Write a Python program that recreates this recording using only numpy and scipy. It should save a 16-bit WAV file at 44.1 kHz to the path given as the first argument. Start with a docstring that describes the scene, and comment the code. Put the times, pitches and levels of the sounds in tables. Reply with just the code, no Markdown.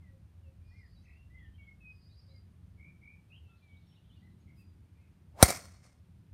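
"""Birds sing in the trees over a low, distant rumble; then a golfer drives off the tee, a few metres away.
The birds are gliding tones, direct and smeared by the trees; the rumble is shaped, fluttering noise.
The club swishes down as noise that rises with its speed; the hollow metal head cracks (noise) and rings (modes).
Turf, an open shed and a row of trees throw the blow back as single bounces and as a scattered tail.
The microphone's low cut rings after the blow as a low thump, and the crack overloads it softly."""
import sys
import numpy as np
from scipy import signal
from scipy.fft import rfft, irfft, next_fast_len
from scipy.io import wavfile

SR = 44100
rng = np.random.default_rng(int(sys.argv[2]) if len(sys.argv) > 2 else 0)


def master_out(mix):
    """Clip the mix to full scale and print it as 16-bit PCM to the path in sys.argv[1]."""
    frames = np.transpose(np.atleast_2d(mix))
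    ceiling = np.clip(frames, -1, 1)
    pcm = np.round(ceiling * 32767).astype(np.int16)
    wavfile.write(sys.argv[1], SR, pcm)


N = 279329

# distant background, relative colour: (f/Hz, density/dB per Hz)
AIR_COLOUR = [(25, -31.5), (50, -15), (85, -0.5), (130, -13), (175, -11.5), (250, -24), (330, -27.5),
              (450, -34.5), (1000, -40), (2500, -44.5), (6500, -54), (8000, -56), (8800, -51), (10000, -55),
              (14000, -56.5), (16000, -73)]
# slow swells of the far rumble: (crest t/s, half-length/s, low f/Hz, high f/Hz, gain at the crest/dB)
RUMBLE_SWELLS = [(0.605, .25, 29.8, 111, 6.5), (1.4, .7, 25.1, 63, 10.5), (2.254, .35, 70.5, 129, 4),
                 (4.45, .35, 167, 406, 6)]

# whistles that start off pitch and settle: (t/s, length/s, settled f/Hz, start above it as a share, level/dB)
SLURRED_NOTES = [(0, 0.13, 1870, 0.23, -79.5), (0.426, 0.076, 2560, 0.19, -83),
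                 (.954, 0.072, 3910, .02, -77), (1.154, 0.079, 2735, -0.012, -69.5),
                 (1.404, 0.1, 1782, 0.076, -69.5), (1.581, 0.16, 2145, 0.063, -61),
                 (1.803, 0.13, 2480, 0.062, -61.5), (1.97, 0.24, 2476, 0.0067, -85),
                 (2.088, 0.069, 4120, -.14, -76.5), (2.151, 0.064, 4860, -0.021, -68.5),
                 (2.282, 0.071, 4160, -.12, -74.5), (2.288, 0.11, 2100, 0.12, -80.5),
                 (2.339, 0.055, 4800, 0, -71.5), (3.408, 0.18, 2560, 0.13, -80),
                 (3.609, 0.21, 2220, 0.088, -73), (3.866, 0.078, 5490, 0.0034, -81),
                 (4.157, 0.031, 2810, 0.11, -75), (4.401, 0.027, 6700, -0.061, -85),
                 (4.556, 0.17, 4790, .04, -80)]
SETTLE_SHARE = 0.371  # time constant of the slide, share of the note's length
# a far pigeon's soft coos, all alike: (t/s, level/dB)
PIGEON_COOS = [(.063, -78), (.4, -77), (2.23, -78.5)]
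COO_S, COO_HZ, COO_SLIDE = 0.13, 527, .08  # the slide is a share of the pitch
# runs of quick twittering further off:
# (start t/s, end t/s, centre f/Hz, pitch spread as a share, chirps per s, level before a common trim/dB)
TWITTER_RUNS = [(0.55, 1.204, 4740, 0.097, 68, -80.5), (1.298, 1.693, 3143, 0.07, 37, -75.5),
                (1.847, 2.417, 4810, 0.064, 60, -74), (3.104, 4.704, 3660, 0.22, 35, -81.5),
                (4.8, 5.107, 2342, 0.063, 40, -79.5), (5.901, 6.33, 3800, .2, 25, -90)]
# whistles that rise and fall back: (t/s, length/s, top f/Hz, pitch drop per half note as a share, level/dB)
ARCHED_NOTES = [(0.612, .22, 2460, 0.031, -76.5), (0.705, 0.17, 2226, 0.2, -70),
                (1.298, .15, 2092, .09, -65.5), (3.964, 0.025, 3000, 0.096, -73),
                (4.217, 0.071, 2062, 0.075, -73), (4.574, 0.063, 2680, 0.091, -77)]
ARCH_TOP_SHARE = .42  # of the note's length
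# trills that warble around an arch:
# (t/s, length/s, top f of the arch/Hz, pitch drop per half note as a share, warble depth/Hz, level/dB)
TRILLED_NOTES = [(1.027, 0.16, 2290, 0, 355, -73), (2.771, 0.15, 2352, 0.058, 71, -64),
                 (3.012, 0.15, 2373, .05, 84, -61), (3.299, .094, 3097, 0.14, 115, -65.5),
                 (3.474, 0.116, 1370, 0, 25, -81), (4.466, 0.08, 2160, 0, 92, -72.5)]
TRILL_TOP_SHARE, TRILL_RATE = 0.74, 42  # share of the note's length, mean warbles per s
# quick swoops that dive and climb again: (t/s, level/dB)
SWOOP_NOTES = [(3.699, -83), (3.886, -82.5), (4.08, -78.5)]
SWOOP_S, SWOOP_TURN_SHARE = .11, 0.25  # length, share of it spent diving
SWOOP_START_HZ, SWOOP_LOW_HZ, SWOOP_END_HZ = 4000, 2900, 4550

STRIKE_S = 5.4266
SPEED_UP_S, SLOW_DOWN_S = .11, 0.067  # time constants of the club's speed before and after the strike
# shaft eddies and head hiss at top speed; each level grows as a power of the speed
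EDDY_HZ, EDDY_DB, EDDY_POWER = 1080, -37.5, 5.9
HISS_DB, HISS_POWER = -34, 8.3
# modes of club head and ball:
# (f/Hz, level towards the microphone/dB, T60/s, level towards the surroundings before a common trim/dB)
HEAD_MODES = [(452, -15.5, 0.022, -37), (546, -5, 0.022, -28.5), (740, -2, .022, -26.5),
              (1047, -17, 0.016, -33), (1384, -9, 0.02, -31.5), (2117, -30, 0.12, -38),
              (2300, -23.5, 0.065, -35), (3340, -29, 0.061, -42.5), (3910, -9, .025, -38),
              (4348, -27, 0.078, -27), (4580, -19.5, .025, -42.5), (5150, -36, .05, -35),
              (5950, -14, 0.029, -35), (6070, -15, .025, -36), (7090, -22, .025, -38.5),
              (9100, -18, 0.052, -37.5), (8530, -11, 0.05, -35.5), (8530, -17, 0.039, -33),
              (9200, -13.5, .04, -36.5), (10400, -13, 0.034, -42.5), (11670, -22.5, 0.073, -38),
              (12880, -16.5, 0.019, -39)]
# relative colour of the contact crack: (f/Hz, level/dB)
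CRACK_COLOUR = [(150, -5), (450, 6.5), (700, 2.5), (1100, -6), (2000, -6.5), (2800, -19), (4000, -3.5),
                (7500, -6), (10000, 1), (12500, -3), (16000, -13)]

# single bounces from turf, shed and far trees: (delay t/s, level/dB, treble limit f/Hz)
BOUNCES = [(.0078, -20.5, 18440), (.036, -29, 8973), (0.059, -31, 9000), (.066, -29.5, 9000),
           (0.077, -22, 9300), (.425, -60, 3000)]
# scattered sound from lawn, shed, its inside and the trees: (delay t/s, build-up/s, T60/s, level/dB)
SCATTER_TAILS = [(.008, 0.0034, 0.15, -0.5), (.062, 0.013, 0.3, -4.5), (0.14, .03, .7, -20.5),
                 (.418, 0.015, 0.35, -34)]
# relative colour of the scattered sound: (f/Hz, level/dB)
TAIL_COLOUR = [(70, -8.5), (160, 10), (400, 0.5), (700, -4), (1100, -1), (2200, 1.5), (2900, -8.5),
               (3700, -8), (5400, 1), (7500, -2), (8800, 1.5), (10000, -4.5), (13000, -5.5), (16000, -13)]
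TOP_HZ = 15700  # upper limit at the microphone


def undb(db):
    """Decibels to gain."""
    return 10 ** (np.asarray(db) / 20)


def unit(x):
    """Scale to rms 1."""
    return x / np.sqrt(np.mean(x ** 2))


def clock():
    """Time of every sample in s."""
    return np.arange(N) / SR


def noise(points):
    """Noise of rms 1 with a spectrum of (f/Hz, level/dB) points, joined over log frequency."""
    hz, db = np.transpose(points)
    size = next_fast_len(N)
    f = np.maximum(np.fft.rfftfreq(size, 1 / SR), 1)
    gain = undb(np.interp(np.log(f), np.log(hz), db))
    spectrum = rfft(rng.standard_normal(size)) * gain
    return unit(irfft(spectrum, size)[:N])


def band(x, hz, kind, order=2):
    """Butterworth filter."""
    sos = signal.butter(order, np.minimum(hz, SR / 2 - 1), kind, fs=SR, output="sos")
    return signal.sosfilt(sos, x)


def smooth(x, hz, kind):
    """Filter forwards and backwards, so that the part stays in phase with the whole."""
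    forwards = band(x, hz, kind)
    return band(forwards[::-1], hz, kind)[::-1]


def fade(t, t60):
    """Exponential decay that starts at t = 0 and falls 60 dB in t60."""
    return (t >= 0) * np.exp(-np.log(1000) * np.maximum(t, 0) / t60)


def add(out, s, x):
    """Mix x into out from time s."""
    i = int(np.clip(s * SR, 0, N - 1))
    out[i:i + len(x)] += x[:N - i]


def walk(rate):
    """Slow chance: random values, rate per s, joined by straight lines."""
    return np.interp(clock() * rate, np.arange(1000), rng.standard_normal(1000))


def background(air_db=-58, flutter_db=2.0, flutter_rate=8, flutter_below_hz=300):
    """A far rumble that flutters and now and then swells, under a smooth, faint hiss."""
    air = noise(AIR_COLOUR)
    flutter = undb(flutter_db * walk(flutter_rate)) - 1
    out = air + flutter * smooth(air, flutter_below_hz, "low")
    for s, half_s, low_hz, high_hz, db in RUMBLE_SWELLS:
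        crest = np.exp(-((clock() - s) / half_s) ** 2)
        rise = undb(db * crest) - 1
        out = out + rise * smooth(air, [low_hz, high_hz], "band")
    return undb(air_db) * out


def whine(hz=9000, db=-99):
    """A very faint, steady whine of the recorder's electronics."""
    return undb(db) * unit(np.sin(2 * np.pi * hz * clock()))


def progress(length):
    """Runs from 0 to 1 over a note of this length in s."""
    return np.linspace(0, 1, int(length * SR))


def wander(u):
    """A random curve over the course of a note."""
    return np.interp(u, np.linspace(0, 1, 10), rng.standard_normal(10))


def whistle(u, hz, waver=0.0069, swell=0.61, flutter_db=2):
    """A pure tone that swells and fades, wavering a little in pitch and strength."""
    level = np.sqrt(2) * np.sin(np.pi * u) ** swell * undb(flutter_db * wander(u))
    wavering_hz = hz * (1 + waver * wander(u))
    return level * np.sin(2 * np.pi * np.cumsum(wavering_hz) / SR)


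def slur(length, hz, slide):
    """A whistle that slides onto its pitch."""
    u = progress(length)
    return whistle(u, hz * (1 + slide * np.exp(-u / SETTLE_SHARE)))


def coo():
    """A low, soft note that sags a little."""
    return slur(COO_S, COO_HZ, COO_SLIDE)


def twitter(chirp_s=0.032):
    """Runs of short chirps, each bending through three random pitches; a run swells and fades."""
    out, u = np.zeros(N), progress(chirp_s)
    for start, end, hz, spread, rate, db in TWITTER_RUNS:
        length = end - start
        for place in rng.random(int(length * rate)):
            bend = np.interp(u, [0, .5, 1], rng.standard_normal(3))
            chirp = whistle(u, hz * (1 + spread * bend))
            add(out, start + place * length, undb(db) * np.sin(np.pi * place) * chirp)
    return out


def arch(length, hz, depth):
    """A whistle that rises and falls at the same pace."""
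    u = progress(length)
    return whistle(u, hz * (1 - 2 * depth * np.abs(u - ARCH_TOP_SHARE)))


def trill(length, hz, depth, warble_hz, uneven=.35):
    """An arched whistle whose pitch warbles at an uneven rate."""
    u = progress(length)
    rate = TRILL_RATE * (1 + uneven * wander(u))
    warble = np.sin(2 * np.pi * np.cumsum(rate) / SR)
    arched_hz = hz * (1 - 2 * depth * np.abs(u - TRILL_TOP_SHARE))
    return whistle(u, arched_hz + warble_hz * warble)


def swoop():
    """A steep dive and a slower, fainter climb, never twice the same in its wavering."""
    u = progress(SWOOP_S)
    hz = np.interp(u, [0, SWOOP_TURN_SHARE, 1], [SWOOP_START_HZ, SWOOP_LOW_HZ, SWOOP_END_HZ])
    return unit(np.exp(-u) * whistle(u, hz, waver=.02, flutter_db=5.5))


def birds(wood_db=-2, wood_t60=0.29, twitter_db=-2):
    """Fluted notes come direct and through the trees; far twittering arrives mostly as a smear."""
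    calls = [(slur, SLURRED_NOTES), (coo, PIGEON_COOS), (arch, ARCHED_NOTES),
             (trill, TRILLED_NOTES), (swoop, SWOOP_NOTES)]
    song = np.zeros(N)
    for call, table in calls:
        for s, *shape, db in table:
            add(song, s, undb(db) * call(*shape))
    far = undb(twitter_db) * twitter()
    wood = rng.standard_normal(SR) * fade(clock()[:SR], wood_t60)
    wood = wood / np.linalg.norm(wood)
    smeared = signal.fftconvolve(undb(wood_db) * song + far, wood)[:N]
    return song + far / 2 + smeared


def takeaway(s=4.6, length_s=.035, db=-79):
    """The club head brushes the grass as the backswing starts: a short, high burst of noise."""
    brush = unit(band(rng.standard_normal(N), [8000, 15000], "band"))
    return undb(db) * np.exp(-((clock() - s) / length_s) ** 2) * brush


def swish(width_hz=260):
    """Eddies shed by the shaft rise in pitch with its speed; the head adds hiss when fastest."""
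    t = clock() - STRIKE_S
    speed = np.exp(np.minimum(t / SPEED_UP_S, -t / SLOW_DOWN_S))  # 1 at the strike
    carrier = np.sin(2 * np.pi * np.cumsum(EDDY_HZ * speed) / SR)
    eddies = unit(band(rng.standard_normal(N), width_hz, "low") * carrier)
    hiss = noise([(200, -2.5), (2200, -3.5), (3000, -9.0), (8300, -10.0), (10000, -15.5), (16000, -22.0)])
    return undb(EDDY_DB) * speed ** EDDY_POWER * eddies + undb(HISS_DB) * speed ** HISS_POWER * hiss


def impact(crack_db=-3, crack_t60=0.022, contact_s=.0003, spray_db=3, spray_ring_db=-4):
    """A broad crack and the ringing head, towards the microphone and all around: each mode beams its own way."""
    t = clock()[:SR // 5]
    ahead = undb(crack_db) * fade(t, crack_t60) * noise(CRACK_COLOUR)[:len(t)]
    around = undb(spray_db) * signal.unit_impulse(len(t))
    for k, (hz, ahead_db, t60, around_db) in enumerate(HEAD_MODES):
        mode = fade(t, t60) * np.exp(2j * np.pi * hz * t)
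        sign = (-1) ** k
        ahead = ahead + sign * undb(ahead_db) * mode.imag
        # summed over all directions, the modes stand on the click without cancelling it
        around = around + undb(around_db + spray_ring_db) * mode.real
    return ahead * np.minimum(t / contact_s, 1), around


def thump(db=-4, t60=.06, rise_s=0.00017):
    """The microphone's low cut rings after the blow's pressure pulse, in a few swings that sink in pitch."""
    t = clock()[:SR // 5]
    hz = 58 + 210 * np.exp(-t / .003)
    swings = np.sin(2 * np.pi * np.cumsum(hz) / SR)
    return -undb(db) * swings * fade(t, t60) * (1 - np.exp(-t / rise_s))


def reflections(x):
    """Single bounces from the turf, the walls of the shed and the far trees, each with its treble dulled."""
    response = np.zeros(SR // 2)
    for delay, db, top_hz in BOUNCES:
        bounce = band(signal.unit_impulse(64), top_hz, "low", order=1)
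        add(response, delay, undb(db) * bounce)
    return signal.fftconvolve(x, response)[:N]


def scatter(x, dull_hz=8000, dull_s=0.23):
    """Many small reflections of uneven size, losing treble the further they travel."""
    t = clock()[:SR]
    power = 0
    for delay, build, t60, db in SCATTER_TAILS:
        build_up = np.exp(-((t - delay) / build) ** 2)
        shape = np.where(t < delay, build_up, fade(t - delay, t60)) ** 2
        power = power + undb(db) ** 2 * shape / shape.sum()
    sizes_db = 3 * np.interp(t, np.linspace(0, 1, 500), rng.standard_normal(500))
    grain = unit(undb(sizes_db) * noise(TAIL_COLOUR)[:SR])
    fresh = np.exp(-t / dull_s)  # share that still has its treble
    dulled = fresh * grain + (1 - fresh) * smooth(grain, dull_hz, "low")
    return signal.fftconvolve(x, np.sqrt(power) * dulled)[:N]


def scene(thump_lag_s=0.0019, club_send_db=-26):
    """The drive with its echoes, over birds and background."""
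    blow, low_thump, spray = np.zeros((3, N))
    ahead, around = impact()
    add(blow, STRIKE_S, ahead)
    add(spray, STRIKE_S, around)
    add(low_thump, STRIKE_S + thump_lag_s, thump())
    club = blow + swish()
    echoes = reflections(club) + scatter(spray + undb(club_send_db) * club)
    surroundings = background() + whine() + birds()
    return (surroundings + takeaway() + club + low_thump + echoes)[None]


def record(dry):
    """The crack overloads the microphone softly for a moment; the top is cut."""
    clipped = dry / (1 + dry ** 4) ** (1 / 4)
    top_cut = signal.ellip(8, .2, 70, TOP_HZ, fs=SR, output="sos")
    return signal.sosfilt(top_cut, clipped)


dry = scene()
out = record(dry)
master_out(out)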